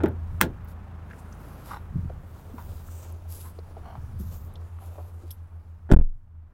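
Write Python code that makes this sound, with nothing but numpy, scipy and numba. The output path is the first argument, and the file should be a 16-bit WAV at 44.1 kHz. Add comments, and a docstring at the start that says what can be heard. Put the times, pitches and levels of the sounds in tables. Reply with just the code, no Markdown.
"""Getting into an idling car

Microphone in the cabin, close to the seats; the engine's hum beats against the cooling fan.
A rear door handle clunks, the latch snaps open and someone shuffles onto the leather seat:
clothes swish, the leather creaks, the seat thumps. The door slams, swinging the cabin air so hard
that the microphone bottoms out, and the outside noise is shut off."""
import sys
import numpy as np
from scipy import signal
from scipy.fft import rfft, irfft, next_fast_len
from scipy.io import wavfile
from scipy.ndimage import uniform_filter1d
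from numba import njit

SR = 44100
rng = np.random.default_rng(int(sys.argv[2]) if len(sys.argv) > 2 else 0)


def output_pcm(signal):
    """Save a mono or channel-first signal as 16-bit PCM at the path in sys.argv[1].

    Samples are clipped to [-1, 1] before scaling.
    """
    pcm = np.clip(np.atleast_2d(signal).T, -1, 1) * 32767
    wavfile.write(sys.argv[1], SR, np.round(pcm).astype(np.int16))


N = 288105
T = np.arange(N) / SR
SLAM_S = 5.9158

# spectrum of cloth swishing on leather: freq_hz, level_db
SWISH_SPECTRUM = [(1500, -17), (3500, -2), (5600, 1), (7500, 2.5), (10000, 0.5), (12500, 3), (15000, 3),
                  (16500, 5)]


def undb(db):
    """Decibels to amplitude."""
    return 10 ** (np.asarray(db) / 20)


def unit(x):
    """Scale to rms 1."""
    return x / np.sqrt(np.mean(x ** 2) + 1e-18)


def curve(rows):
    """Join (time_s, value) points by straight lines."""
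    return np.interp(T, *np.transpose(rows))


def add(track, start_s, sound):
    """Mix a sound in at a time."""
    i = max(int(start_s * SR), 0)
    track[i:i + len(sound)] += sound[:N - i]


def colour(x, points):
    """Minimum-phase filter through (freq_hz, level_db) points."""
    n = 2 * next_fast_len(len(x) // 2 + 2048)
    hz, db = np.transpose(points)
    bins_hz = np.arange(n // 2 + 1) * SR / n
    gain = undb(np.interp(np.log(bins_hz + 1), np.log(hz), db))
    cepstrum = irfft(np.log(gain))
    cepstrum[1:n // 2] *= 2
    cepstrum[n // 2 + 1:] = 0
    return irfft(rfft(x, n) * np.exp(rfft(cepstrum)))[:len(x)]


def resonate(x, hz, width_hz):
    """Two passes through one resonance with gain 1 at its centre."""
    b, a = signal.iirpeak(hz, hz / width_hz, fs=SR)
    return signal.lfilter(b, a, signal.lfilter(b, a, x))


def cut(x, hz, kind, order=2):
    """Plain low-pass or high-pass."""
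    return signal.sosfilt(signal.butter(order, min(hz, .45 * SR), kind, fs=SR, output="sos"), x)


def wander(rate_hz):
    """Smooth random drift with rms 1."""
    hold = int(SR / rate_hz)
    steps = np.repeat(rng.standard_normal(N // hold + 1), hold)
    return unit(uniform_filter1d(steps, hold)[:N])


def idle(firing_hz=26.467, waver_db=-1.0, throb=0.13, open_gain_db=10, shut_db=-58.5):
    """Engine orders beat against the fan; noise comes through the doorway, pulsing with the firings."""
    # engine hum: firing_multiple, doorway_clear_db, doorway_blocked_db
    orders = [(1, -49, -41), (2, -39.5, -77), (3, -51.5, -39.5), (4, -52, -60.5), (6, -56.5, -88)]
    # cooling fan speed: time_s, blade_rate_hz
    fan_speed = [(0, 84.07), (1, 82.9), (2.3, 83.4), (3.6, 86.2), (4.5, 86.4), (5.3, 87.2), (6.53, 82.1)]
    # cooling fan tone: time_s, level_db
    fan_level = [(0, -25.5), (.38, -30), (.55, -34.5), (1.6, -43.5), (2, -35), (2.4, -42), (2.75, -37.5),
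                 (3.3, -32.5), (3.8, -45), (4.8, -34), (5.85, -41)]
    # spectrum of engine noise and open air: freq_hz, level_db
    outside = [(100, 16), (200, 10), (320, 0.5), (500, -3), (850, -2.5), (1350, -5), (1900, -13.5),
               (3000, -22), (4500, -30.5), (9000, -35.5), (16000, -35.5)]
    # that noise in the doorway, before the open door's gain: time_s, level_db
    doorway = [(0.5, -54), (1.72, -52), (1.95, -55), (3.26, -60.5), (3.88, -56.5), (5.8, -65)]
    firing = 2 * np.pi * firing_hz * T
    blocked = np.interp(T, [1.8, 3], [0, 1])
    engine = 0
    for multiple, clear_db, blocked_db in orders:
        level_db = clear_db + blocked * (blocked_db - clear_db) + waver_db * wander(15)
        engine += undb(level_db) * np.sin(multiple * firing)
    fan = undb(curve(fan_level)) * np.sin(2 * np.pi * np.cumsum(curve(fan_speed)) / SR)
    air = unit(colour(rng.standard_normal(N), outside))
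    air *= (1 + throb * np.sin(firing)) * undb(0.23 * wander(3.8))
    air_db = np.where(T < SLAM_S, curve(doorway) + open_gain_db, shut_db)
    return np.sqrt(2) * (engine + fan) + undb(air_db) * air


def rocking(rise_s=0.14, decay_s=0.18, tremble_db=-56):
    """The car trembles at idle and rumbles on its springs around each shift of weight and the slam."""
    # peaks of the rocking: time_s, level_db
    shifts = [(.35, -23.5), (2.001, -23.5), (2.7, -29.5), (3.35, -39.5), (3.918, -33.5), (4.25, -25.5),
              (6.049, -30.5)]
    # spectrum of the body's rumble: freq_hz, level_db
    rumble = [(12, 3), (28, 3), (50, -4.5), (80, -2), (130, -16), (220, -26), (500, -69.5)]
    sway = undb(tremble_db)
    for peak_s, db in shifts:
        sway += undb(db) * np.exp(-np.maximum((peak_s - T) / rise_s, (T - peak_s) / decay_s))
    return sway * unit(cut(colour(rng.standard_normal(N), rumble), 8.8, "high"))


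def fibres(spectrum, fold_db=2.6, grain_db=1.5, flicker_db=1.5):
    """Dense tiny slips of cloth, pressed on unevenly; the folds shift, so each band swells on its own."""
    hiss = 0
    for hz in np.linspace(400, 15800, 15):
        hiss += resonate(rng.standard_normal(N), hz, width_hz=1500) * undb(fold_db * wander(9))
    pressure = undb(grain_db * wander(1500) + flicker_db * wander(45))
    return unit(colour(hiss * pressure, spectrum))


def snags(per_s=35, spread_db=4, tail_s=.002):
    """Folds and seams catch and let go: sparse tiny clicks, a few of them stronger."""
    catches = rng.random(N) < per_s / SR
    strength = undb(spread_db * np.minimum(rng.exponential(size=N), 3))
    t = T[:SR // 20]
    tail = rng.standard_normal(len(t)) * np.exp(-t / tail_s)
    return unit(colour(signal.fftconvolve(catches * strength, tail)[:N], SWISH_SPECTRUM))


def clothes(snag_db=-9, bright_db=5, bright_width_hz=3500, rise_share=0.29):
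    """Each stroke of cloth on leather is a swish with its own bright band, over a duller rub."""
    # slides over the seat: start_s, length_s, swish_db, rub_db, bright_hz
    strokes = [(0.669, .08, -60.5, -75, 11800), (1.02, 0.56, -69.5, -61.5, 9700),
               (1.18, 0.03, -60, -61, 8800), (1.357, 0.56, -62, -56, 11900),
               (1.642, 0.14, -58, -51.5, 10400), (1.6, 4.88, -74.5, -59.5, 10630),
               (2.097, 1.17, -70.5, -65, 13600), (2.526, 0.42, -61.5, -71, 14900),
               (2.834, 0.34, -57, -59.5, 7200), (3.274, 0.26, -47.5, -60.5, 11400),
               (4.184, 0.072, -55, -93, 12900), (4.213, 0.31, -57, -85, 13700),
               (4.307, 0.077, -73, -51.5, 9000), (4.784, 0.15, -64, -58.5, 11800),
               (4.859, 0.38, -67.5, -64.5, 12000), (5.167, 0.21, -90, -58.5, 12500)]
    # spectrum of the dull rub: freq_hz, level_db
    rub_spectrum = [(120, -19.5), (300, 7.5), (500, 5.5), (1000, 0.5), (1800, -15), (3000, -14),
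                    (4500, -17), (7000, -19), (12000, -21)]
    out = np.zeros(N)
    swish = fibres(SWISH_SPECTRUM) + undb(snag_db) * snags()
    rub = fibres(rub_spectrum)
    for start, length, swish_db, rub_db, hz in strokes:
        end = start + length
        span = slice(int(start * SR), int(end * SR))
        # the slide gathers speed, then runs out
        ramp = np.interp(T[span], [start, start + rise_share * length, end], [0, 1, 0])
        speed = np.sin(np.pi / 2 * ramp) ** 1.32
        bright = unit(swish[span] + undb(bright_db) * resonate(swish[span], hz, bright_width_hz))
        add(out, start, speed * (undb(swish_db) * bright + undb(rub_db) * rub[span]))
    return out


def creaks(slips_per_s=250, jitter=0.21, scatter_db=4, scrape=0.031, soft_hz=750):
    """The leather sticks and slips in uneven trains that ring it, swelling and fading with the load."""
    # creaks of the seat: start_s, length_s, level_db, lowest_resonance_hz
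    trains = [(1.072, 0.069, -61.5, 1710), (1.641, 0.17, -45.5, 958), (2.551, 0.088, -55, 943),
              (3.409, 0.1, -57, 1047), (3.788, .21, -52, 758), (4.795, 0.066, -56.5, 797),
              (4.801, 0.34, -61, 635)]
    # resonances of the leather: multiple_of_lowest, relative_width, level_db
    leather = [(1, .1, 0), (1.2, .15, -4), (1.45, .12, -7), (1.85, .08, -12), (2.9, .03, -16),
               (3.85, .025, -11), (4.17, .018, -11), (5.7, .03, -14), (7.6, .02, -18)]
    out = np.zeros(N)
    for start, length, db, hz in trains:
        n = int(length * SR)
        timing, strength = rng.standard_normal((128, 2)).T
        at = (np.cumsum(np.exp(jitter * timing)) * SR / slips_per_s).astype(int)
        slips = scrape * rng.standard_normal(n)
        slips[at[at < n]] += undb(scatter_db * strength[at < n])
        slips = np.pad(slips * signal.windows.hann(n), (0, n))
        slips = cut(slips, soft_hz, "low", order=1)  # soft hide rounds off every slip
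        ring = sum(undb(mode_db) * resonate(slips, k * hz, 2 * width * k * hz)
                   for k, width, mode_db in leather)
        add(out, start, undb(db) * ring / ring[:n].std())
    return out


def bumps(full_swell_s=.0032, softening=.24, max_scuff=.5):
    """Cushioned blows swell and die within a few cycles; low ones thud, higher ones scuff more."""
    # handle, body, shoes and door seal: start_s, peak_db, pitch_hz
    thuds = [(0.0325, -14.5, 312), (0.0374, -10, 390), (0.428, -24, 130.6), (1.94, -25, 138),
             (1.956, -14, 146), (1.981, -24, 161), (2.031, -24.5, 135), (2.048, -18.5, 130),
             (2.538, -32, 234), (3.976, -27.5, 128), (4.032, -28, 98), (4.142, -28, 108), (4.198, -28, 202),
             (4.978, -36, 586), (5.225, -43, 348), (5.904, -18, 384), (5.915, -1.5, 123), (5.918, 0.5, 226),
             (5.9367, 0.5, 142)]
    out, t = np.zeros(N), T[:SR // 4]
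    for start, db, hz in thuds:
        swell_s = full_swell_s / undb(db) ** softening  # lighter bumps sink in more slowly
        envelope = t / swell_s * np.exp(1 - t / swell_s)
        dull_noise = cut(rng.standard_normal(len(t)), 2 * hz, "low", order=4)
        scuff = unit(signal.lfilter(*signal.iirpeak(hz, Q=1 / 0.6, fs=SR), dull_noise))
        share = max_scuff * min(hz / 450, 1)
        push = (1 - share) * np.sin(2 * np.pi * hz * t) + share * scuff
        add(out, start, undb(db) * envelope * push)
    return out


def clicks(base_width_hz=157, relative_width=0.25):
    """Short clicks and knocks, each dying away in one broad resonance."""
    # the latch, small hard parts and sharp snaps of creaking leather:
    # start_s, level_db, centre_hz, decay_s
    ticks = [(.085, -48, 13000, 0.0015), (0.41, -16, 1076, 0.0026), (.646, -58, 14500, 0.0055),
             (1.109, -44.5, 1660, 0.0044), (1.133, -45.5, 1580, 0.0033), (1.325, -53, 5760, .004),
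             (1.71, -35, 1180, 0.0058), (1.733, -36, 1100, 0.0094), (2.098, -36, 500, .005),
             (2.581, -40.5, 940, 0.01), (2.886, -45, 1380, 0.0016), (3.124, -51, 11500, 0.0021),
             (3.256, -50, 590, 0.0021), (3.588, -32.5, 444, 0.0015), (3.589, -57, 4300, 0.0044),
             (3.766, -40, 520, 0.0072), (3.925, -46, 810, 0.01), (3.953, -40.5, 815, 0.009),
             (4.539, -54, 11000, 0.0018), (4.556, -50, 3450, 0.004), (4.787, -48.5, 1040, .003),
             (5.307, -43, 11960, 0.014), (5.311, -48.5, 5400, 0.0055), (5.306, -51, 3440, 0.0075)]
    out, t = np.zeros(N), T[:SR // 4]
    for start, db, hz, decay_s in ticks:
        push = rng.standard_normal(len(t)) * np.exp(-t / decay_s)
        ring = unit(resonate(push, hz, base_width_hz + relative_width * hz))
        ring *= np.sqrt(decay_s * SR / len(t))  # the energy of rms 1 held for decay_s
        add(out, start, undb(db) * ring)
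    return out


def rattle(t, low_t60_s=0.3, high_t60_s=0.062, knee_hz=700):
    """Countless small modes of door and cabin; the upholstery swallows the treble first."""
    # spectrum of the door's dense rattle: freq_hz, level_db
    spectrum = [(80, 8), (250, 6), (500, 1.5), (1100, -9.5), (1650, 1.5), (2300, -9), (3200, -4.5),
                (5000, -11.5), (8000, -11), (9900, -14), (12500, -9), (16000, -6)]
    out = 0
    for hz in np.geomspace(90, 14000, 12):
        t60_s = high_t60_s + (low_t60_s - high_t60_s) / (1 + hz / knee_hz)
        band = resonate(rng.standard_normal(len(t)), hz, hz / 2)
        out += band * undb(-60 * t / t60_s)
    return colour(out, spectrum)


def chatter(blows, rebounds=2, gap_s=.0097, ring_step_db=-1, crack_step_db=-25, soft_hz=560):
    """The door chatters in its catch: yields each blow, then its weaker, duller rebounds."""
    for start, ring_db, blow_hz, crack_db in blows:
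        yield start, ring_db, blow_hz, crack_db
        for k in range(1, rebounds + 1):
            yield start + k * gap_s, ring_db + k * ring_step_db, soft_hz, crack_db + k * crack_step_db


def door(modes_db=-3, rattle_db=-2, crack_s=0.0011, crack_reach=8, t60_at_1khz_s=.11):
    """Every blow rings the same door; soft contacts stay dull, bare metal adds a crack."""
    # handle, latch and slam, levels before the low-pass: start_s, ring_db, low_pass_hz, crack_db
    blows = [(.004, -30.5, 945, -61), (0.0358, -32.5, 1400, -31.5), (0.0385, -22.5, 640, -35),
             (0.0594, -31.5, 1500, -39.5), (.407, -35, 779.6, -29), (0.4127, -21.5, 15130, -6.5),
             (5.892, -35.5, 700, -58), (5.901, -29.5, 650, -44), (5.9152, -17.5, 930, -26),
             (5.922, -27.5, 900, -16), (5.936, -28.5, 1243, -32)]
    # modes of the door and its lock: freq_hz, level_db
    door_modes = [(147, -4), (242, -1), (358, -6), (440, -9), (585, -9), (865, 0), (929, -6), (1064, -7),
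                  (1413, -1), (1491, 1), (1587, -4), (1677, 1), (1810, -4), (2111, -7), (2381, -6),
                  (2546, -7), (3141, -5), (3903, -8)]
    # spectrum of the metal parts' crack: freq_hz, level_db
    crack_spectrum = [(200, -6), (900, 4.5), (1600, 12), (2600, 1), (3400, -1.5), (5000, -10.5),
                      (8000, -6.5), (9900, -10.5), (12800, -6.5), (14200, -2.5), (15300, 7.5), (16200, -12)]
    out, t = np.zeros(N), T[:SR // 3]
    ring_onset, crack_onset = slice(SR // 50), slice(SR // 1000)
    hz, db = np.transpose(door_modes)[:, :, None]
    t60_s = t60_at_1khz_s / np.sqrt(hz / 1000)  # high modes die sooner
    modes = np.sum(undb(db - 60 * t / t60_s) * np.sin(2 * np.pi * hz * t), axis=0)
    modes /= modes[ring_onset].std()
    for start, ring_db, soft_hz, crack_db in chatter(blows):
        dense = rattle(t)
        ring = undb(modes_db) * modes + undb(rattle_db) * dense / dense[ring_onset].std()
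        crack = colour(rng.standard_normal(len(t)) * np.exp(-t / crack_s), crack_spectrum)
        crack = cut(crack / crack[crack_onset].std(), crack_reach * soft_hz, "low")
        add(out, start, undb(ring_db) * cut(ring, soft_hz, "low") + undb(crack_db) * crack)
    return out


def cabin_boom(cabin_hz=19.4, gain_db=38, rise_s=0.066, decay_s=0.0435):
    """The closing door traps air as its seal tightens, and the cabin pressure swings below hearing."""
    t = np.maximum(T - SLAM_S, 0)
    seal = (1 - np.exp(-t / rise_s)) ** 1.5
    return undb(gain_db) * seal * np.exp(-t / decay_s) * np.sin(2 * np.pi * cabin_hz * t)


@njit
def follow(x, attack_s, release_s):
    """The limiter's level detector, with separate times for rising and falling."""
    out, level = np.empty(len(x)), 0.
    for i in range(len(x)):
        lag_s = attack_s if abs(x[i]) > level else release_s
        level += (abs(x[i]) - level) / (lag_s * SR)
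        out[i] = level
    return out


def scene():
    """Door, passenger and idling car as they reach one microphone in the cabin."""
    return (door() + cabin_boom() + bumps() + clicks() + creaks() + clothes() + idle() + rocking())[None]


def record(dry, rail=4.33, low_cut_hz=130, limit=0.44, top_hz=16000):
    """The microphone bottoms out; its bass cut turns flat tops into gaps; a limiter ducks; peaks clip."""
    mic = cut(np.clip(dry[0], -rail, rail), low_cut_hz, "high", order=1)
    gain = limit / np.maximum(follow(mic, attack_s=0.005, release_s=0.49), limit)
    treble_cut = signal.ellip(8, .2, 70, top_hz, fs=SR, output="sos")
    return signal.sosfilt(treble_cut, np.clip(mic * gain, -1, 1))[None]


dry = scene()
out = record(dry)
output_pcm(out)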